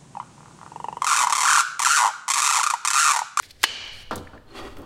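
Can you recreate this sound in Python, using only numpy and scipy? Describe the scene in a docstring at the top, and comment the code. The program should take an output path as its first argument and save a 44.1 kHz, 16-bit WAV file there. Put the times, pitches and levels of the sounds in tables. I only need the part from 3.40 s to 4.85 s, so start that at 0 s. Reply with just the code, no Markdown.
"""Over a low handling rumble, a hand cutter clicks and creaks through a rubber hose in an engine bay.
The blade breaks through and the jaws slam, overloading the microphone; the garage rings on while
the gain control recovers. Hand and hose knock against the bodywork and the rubber squeaks.
A hand slides over the edge of the bay, starting with a thin squeal and ending in softer knocks."""
import sys
import numpy as np
from scipy import signal
from scipy.fft import rfft, irfft
from scipy.io import wavfile
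from scipy.ndimage import uniform_filter1d

SR = 44100
rng = np.random.default_rng(int(sys.argv[2]) if len(sys.argv) > 2 else 0)


def materialize(psi):
    """Save the field psi as 16-bit PCM at rate SR to the path in sys.argv[1].

    A 1-D psi becomes a single channel; in a 2-D psi each row is a channel.
    """
    bounded = np.clip(np.atleast_2d(psi).T, -1, 1)
    quanta = np.round(bounded * 32767).astype(np.int16)
    wavfile.write(sys.argv[1], SR, quanta)


N = 63945
T = np.arange(N) / SR
# Garage decay. Each row: frequency in Hz, t60 in seconds.
GARAGE_T60 = [(100, .7), (1000, 0.97), (3000, 0.93), (6000, 0.74), (15000, 0.24)]


def amp(db):
    """Decibels to gain."""
    return 10 ** (np.asarray(db) / 20)


def unit(x):
    """Scale to rms 1."""
    return x / np.sqrt(np.mean(x ** 2) + 1e-20)


def interp_log_hz(points, hz):
    """Interpolate (Hz, value) rows over log frequency."""
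    point_hz, value = np.transpose(points)
    return np.interp(np.log(hz + 1), np.log(point_hz + 1), value)


def envelope(points):
    """Gain over time from (s, dB) rows."""
    return amp(np.interp(T, *np.transpose(points)))


def add(mix, start_s, sound):
    """Mix a sound in at start_s."""
    part = mix[max(round(start_s * SR), 0):][:len(sound)]
    part += sound[:len(part)]


def colour(x, spectrum):
    """Filter by (Hz, dB) rows, then scale to rms 1."""
    gain = amp(interp_log_hz(spectrum, np.fft.rfftfreq(N, 1 / SR)))
    return unit(irfft(rfft(x) * gain, N))


def noise():
    """White noise of random signs."""
    return rng.choice([-1., 1.], N)


def noise_band(hz, width_oct):
    """Bell-shaped noise band, rms 1."""
    offset = np.log2((np.fft.rfftfreq(N, 1 / SR) + 1) / hz) / width_oct
    return unit(irfft(rfft(noise()) / (1 + offset ** 2), N))


def decay_by_band(x, t60_rows):
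    """Decay each frequency according to (Hz, t60 s) rows."""
    hz, t, bins = signal.stft(x, SR, nperseg=256)
    decay = np.exp(-np.log(1000) * t / interp_log_hz(t60_rows, hz)[:, None])
    return signal.istft(bins * decay, SR, nperseg=256)[1][:N]


def fade(t60_s):
    """Exponential decay."""
    return np.exp(-np.log(1000) * T / t60_s)


def attack(rise_s):
    """Exponential rise to 1."""
    return 1 - np.exp(-T / rise_s)


def ring(modes):
    """Struck modes: damped sines of random polarity."""
    return sum(rng.choice([-1, 1]) * amp(db) * fade(t60_s) * np.sin(2 * np.pi * hz * T)
               for hz, db, t60_s in modes)


def resonate(x, hz, width_hz):
    """One resonance, peak gain 1."""
    return signal.lfilter(*signal.iirpeak(hz, hz / width_hz, SR), x)


def low_cut(x, hz, order):
    """Butterworth high-pass."""
    return signal.sosfilt(signal.butter(order, hz, "high", fs=SR, output="sos"), x)


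def friction(slips_per_s=7000, spread_db=1.5):
    """Dense tiny slips of uneven size."""
    size = amp(spread_db * np.minimum(rng.exponential(1, N), 4))
    return noise() * size * (rng.random(N) < slips_per_s / SR)


def air(level_db=-57):
    """Steady, dull noise of the still garage."""
    # Each row: frequency in Hz, relative density in dB.
    spectrum = [(20, -2.5), (100, 1), (200, -12.5), (500, -11.5), (1200, -22.5), (3000, -28), (6000, -37.5),
                (16000, -42)]
    return amp(level_db) * colour(noise(), spectrum)


def handling_rumble():
    """Low handling noise, swelling unevenly."""
    # Each row: time in seconds, level in dB.
    levels = [(0, -72), (.2, -58), (.4, -49), (.52, -46.5), (.7, -44), (.9, -49.5), (1.1, -51.5),
              (1.27, -39), (1.35, -43), (1.38, -37), (1.45, -41)]
    # Each row: frequency in Hz, relative density in dB.
    spectrum = [(8, 4.5), (22, -7.5), (40, -9.5), (65, -8), (100, -11), (170, -24), (600, -55.5)]
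    return envelope(levels) * colour(noise(), spectrum)


def standing_waves(x):
    """Low room modes of the garage, driven by x."""
    # Each row: frequency in Hz, width in Hz, gain in dB.
    modes = [(110, 8, -1.5), (242, 17, 0), (270, 10, -4), (482, 13, -10.5)]
    return sum(amp(db) * resonate(x, hz, width_hz) for hz, width_hz, db in modes)


def garage_reverb(x, gain_db=-14.5):
    """Diffuse reflections; the treble dies first."""
    tail = decay_by_band(noise(), GARAGE_T60)
    return amp(gain_db) * signal.fftconvolve(x, tail / np.linalg.norm(tail))[:N]


def hose_squeaks(width_oct=0.23):
    """Brief slips of rubber."""
    # Each row: start in seconds, length in seconds, level in dB, centre in Hz.
    squeaks = [(0.87, 0.0079, -42, 1790), (0.974, 0.0091, -48, 1710), (1.267, 0.023, -42, 1230)]
    out = np.zeros(N)
    for start_s, length_s, db, hz in squeaks:
        arch = np.sin(np.pi * np.minimum(T / length_s, 1))
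        add(out, start_s, amp(db) * noise_band(hz, width_oct) * arch)
    return out


def hand_squeal(centre_hz=4230, waver_fraction=0.003):
    """One high, wavering mode squeals early in the slide."""
    # Each row: time in seconds, level in dB.
    levels = [(1.07, -69), (1.085, -60.5), (1.10, -71), (1.112, -51.5), (1.13, -61.5), (1.16, -53),
              (1.18, -52)]
    hz = centre_hz * (1 + waver_fraction * unit(uniform_filter1d(noise(), size=200)))
    tone = unit(np.sin(2 * np.pi * np.cumsum(hz) / SR))
    gate = (T > levels[0][0]) * (T < levels[-1][0])
    return tone * gate * envelope(levels)


def hand_slide(rub_db=-2, ring_db=-3, ring_exponent=0.87, treble_hz=1690):
    """Friction excites the panel under the hand; harder pressure brings out its resonances."""
    # Each row: time in seconds, level in dB.
    levels = [(.85, -62), (.96, -56.5), (1.04, -70), (1.09, -53.5), (1.136, -48.5), (1.156, -42.5),
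              (1.19, -39.5), (1.21, -39.5), (1.275, -40), (1.30, -47), (1.355, -50.5), (1.39, -46),
              (1.45, -47.5)]
    # Each row: frequency in Hz, relative density in dB.
    spectrum = [(100, -20), (260, 3.5), (380, 6), (650, -5), (1250, 3), (1600, -8), (2000, -10.5),
                (3300, -10), (5500, -20.5), (9000, -24), (16000, -44)]
    # Each row: frequency in Hz, width in Hz, relative level in dB.
    modes = [(331.6, 4.6, -4), (397, 48, -1.5), (572, 15, -1.5), (763, 27, -5.5), (839, 9.3, -9.5),
             (1042, 12, -17.5), (1215, 32, -18), (1900, 58, -8.5), (2425, 20, -13.5), (2736, 28, -11.5),
             (3310, 30, -10), (4540, 29, -10)]
    # Brighter where the hand presses and moves fastest. Each row: time in seconds, treble gain in dB.
    treble_gains = [(1.13, 2.5), (1.165, 5), (1.195, 6), (1.215, -1), (1.27, 0), (1.32, 3.5), (1.39, -5)]
    slips, pressure = friction(), envelope(levels)
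    ringing = unit(sum(amp(db) * unit(resonate(slips, hz, width_hz)) for hz, width_hz, db in modes))
    ringing *= (pressure / pressure.max()) ** ring_exponent
    rub = amp(rub_db) * colour(slips, spectrum) + amp(ring_db) * ringing
    treble = signal.filtfilt(*signal.butter(2, treble_hz, "high", fs=SR), rub)
    rub += treble * (envelope(treble_gains) - 1)
    return rub * pressure * (T > levels[0][0])


def bodywork_knocks(ring_db=-2):
    """Padded blows on the bodywork: a hard, bright knock with little bass, then softer, duller thuds."""
    # Each row: start in seconds, gain in dB, low cut in Hz, high cut in Hz, rise in seconds.
    blows = [(.7100, -20.5, 480, 2220, 0.00057), (.7245, -28.5, 60, 1930, 0.0022),
             (0.758, -24.5, 132, 670, 0.0023), (.9320, -36, 252, 1300, 0.002),
             (.9480, -40.5, 355, 860, .003), (1.3700, -39.5, 59.3, 890, 0.0008),
             (1.387, -33, 200, 505, 0.0037), (1.4190, -34, 197, 595, 0.0019)]
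    # Each row: frequency in Hz, level in dB, t60 in seconds.
    panel_modes = [(87.1, -6, 0.4), (218.8, -11.5, 0.38), (292, -5, 0.18), (410, -12, 0.24),
                   (490.4, -13, 0.34), (626, -8, 0.074), (780.6, -16, 0.2), (922, -8, 0.077),
                   (1158, -1.5, 0.077), (1351, -5.5, 0.075), (1764, -15, 0.068)]
    # Dense, dull clatter. Each row: frequency in Hz, relative density in dB.
    thud_spectrum = [(40, -42), (100, -2), (155, 3.5), (220, 2), (400, 1), (750, 1.5), (1400, 7.5),
                     (2000, -7.5), (2600, -12.5), (4500, -2), (9000, -23), (16000, -34)]
    # Each row: frequency in Hz, t60 in seconds.
    thud_t60 = [(100, 0.31), (450, 0.29), (1200, 0.07), (4000, 0.25), (12000, 0.2)]
    out = np.zeros(N)
    for start_s, db, low_hz, high_hz, rise_s in blows:
        thud = decay_by_band(colour(noise(), thud_spectrum), thud_t60)
        blow = (thud + amp(ring_db) * ring(panel_modes)) * attack(rise_s)
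        blow = low_cut(blow, low_hz, order=1)
        blow = signal.lfilter(*signal.butter(2, high_hz, fs=SR), blow)
        add(out, start_s, amp(db) * blow)
    return out


def cutter_creak():
    """Friction of the handles and of the blade in the hose."""
    # Each row: time in seconds, level in dB.
    levels = [(0, -52.5), (.021, -53), (.036, -46), (.06, -48.5), (.077, -60), (.102, -49.5), (.113, -59),
              (.122, -64.5), (.185, -62), (.228, -49), (.25, -64.5), (.51, -65), (.53, -50.5),
              (.625, -50.5), (.645, -65.5), (1.45, -90.5)]
    # Each row: frequency in Hz, relative density in dB.
    spectrum = [(300, -13.5), (1300, -10.5), (1800, 2), (2600, -3), (4400, 0.5), (6500, -8), (9500, -9.5),
                (16000, -22.5)]
    return envelope(levels) * colour(friction(), spectrum)


def cutter_clicks():
    """Small clicks of pivot and handles."""
    # Each row: start in seconds, level in dB, centre in Hz, width in octaves, t60 in seconds.
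    clicks = [(0.0246, -36.5, 5400, 1.5, 0.0062), (0.0308, -39.5, 2060, 0.64, 0.03),
              (0.107, -38.5, 4100, 0.34, 0.039), (0.1103, -41.5, 4200, 1.5, 0.024),
              (0.216, -44.5, 4100, 0.65, 0.067), (0.232, -20, 12000, .7, 0.01),
              (.4530, -53, 10000, .7, .012), (0.4777, -52, 9000, 0.63, 0.02),
              (0.71, -43.5, 6000, 0.62, 0.065), (0.7315, -47.5, 4470, 1.7, 0.055),
              (.7570, -31.5, 7600, 0.93, 0.04), (0.778, -43, 3700, 0.78, 0.077),
              (1.3687, -42.5, 2330, 0.92, 0.03), (1.383, -52.5, 12100, 0.54, 0.066),
              (1.4188, -48.5, 10200, 2.1, 0.011)]
    out = np.zeros(N)
    for start_s, db, hz, width_oct, t60_s in clicks:
        add(out, start_s, amp(db) * noise_band(hz, width_oct) * fade(t60_s))
    return out


def cutter_snap(jolt_db=-42.5, jolt_s=0.0036, echo_db=-21):
    """Two cracks ring the cutter: the breakthrough jolts the tool, the jaw slam fills the garage."""
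    # Each row: start in seconds, crack gain in dB, ring gain in dB.
    impacts = [(0.2314, -16, -29.5), (0.2386, -6, -2.5)]
    # Each row: frequency in Hz, level in dB, t60 in seconds.
    cutter_modes = [(370, -18, .035), (895, -10.5, 0.023), (1069, -8, 0.015), (1230, -8.5, 0.015),
                    (1686, -7, 0.036), (1870, -12, 0.037), (2003, -2.5, 0.022), (2620, -14, 0.097),
                    (2995, -4, 0.047), (3440, -29.5, .04), (3960, -12.5, .045), (4223, -13, 0.092),
                    (4780, -16, 0.036), (5145, -16.5, .04), (5850, -17, 0.024), (7000, -17, 0.029),
                    (8710, -14, 0.033)]
    # Each row of both: frequency in Hz, relative density in dB.
    crack_spectrum = [(60, -30.5), (300, -23), (900, -5.5), (2500, 3.5), (4500, 5.5), (7500, -4),
                      (10000, -6), (16000, -17)]
    echo_spectrum = [(100, -20.5), (165, -24.5), (260, -15), (450, -15), (900, -14.5), (1450, -15),
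                     (1700, -7.5), (2000, -13), (2380, -2.5), (2650, -10.5), (2990, 3), (3300, -6),
                     (3550, -14), (4350, -4), (5000, -13), (6000, -14), (8000, -21.5), (15000, -41)]
    out = np.zeros(N)
    for start_s, crack_db, ring_db in impacts:
        crack = colour(noise(), crack_spectrum) * fade(t60_s=0.034) * attack(rise_s=0.0002)
        add(out, start_s, amp(crack_db) * crack + amp(ring_db) * ring(cutter_modes))
    out = low_cut(out, hz=302, order=4)  # the tool is too small to radiate bass
    breakthrough_s, slam_s = impacts[0][0], impacts[-1][0]
    age = T / jolt_s
    jolt = age * (2 - age) * np.exp(1 - age)
    add(out, breakthrough_s, amp(jolt_db) * jolt)
    echo = decay_by_band(colour(noise(), echo_spectrum), GARAGE_T60) * attack(rise_s=0.0027)
    add(out, slam_s, amp(echo_db) * echo)
    return out


def scene():
    """Mono mix of sources, garage and rumble; the snap brings its own echo."""
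    small_sounds = bodywork_knocks() + cutter_creak() + cutter_clicks()
    small_sounds += hose_squeaks() + hand_slide() + hand_squeal()
    mix = small_sounds + garage_reverb(small_sounds) + cutter_snap() + air()
    return (mix + standing_waves(mix) + handling_rumble())[None]


def record(dry):
    """Gain control ducks after the snap and recovers; the peak clips; a low-pass follows."""
    threshold_db, duck_share, attack_s, release_db_per_s = -14.5, 0.95, 0.008, 44
    ceiling, cutoff_hz = 0.74, 16000
    power_db = 10 * np.log10(abs(uniform_filter1d(dry[0] ** 2, size=64)) + 1e-12)
    release_db = T * release_db_per_s
    held_peak_db = np.maximum.accumulate(power_db + release_db) - release_db
    over_db = np.maximum(held_peak_db - threshold_db, 0)
    pole = np.exp(-1 / (attack_s * SR))
    duck_db = duck_share * signal.lfilter([1 - pole], [1, -pole], over_db)
    clipped = np.clip(dry / amp(duck_db), -ceiling, ceiling)
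    low_pass = signal.firwin(511, cutoff_hz, window=("kaiser", 9), fs=SR)
    return signal.oaconvolve(clipped, low_pass[None], "same")


dry = scene()
out = record(dry)
materialize(out)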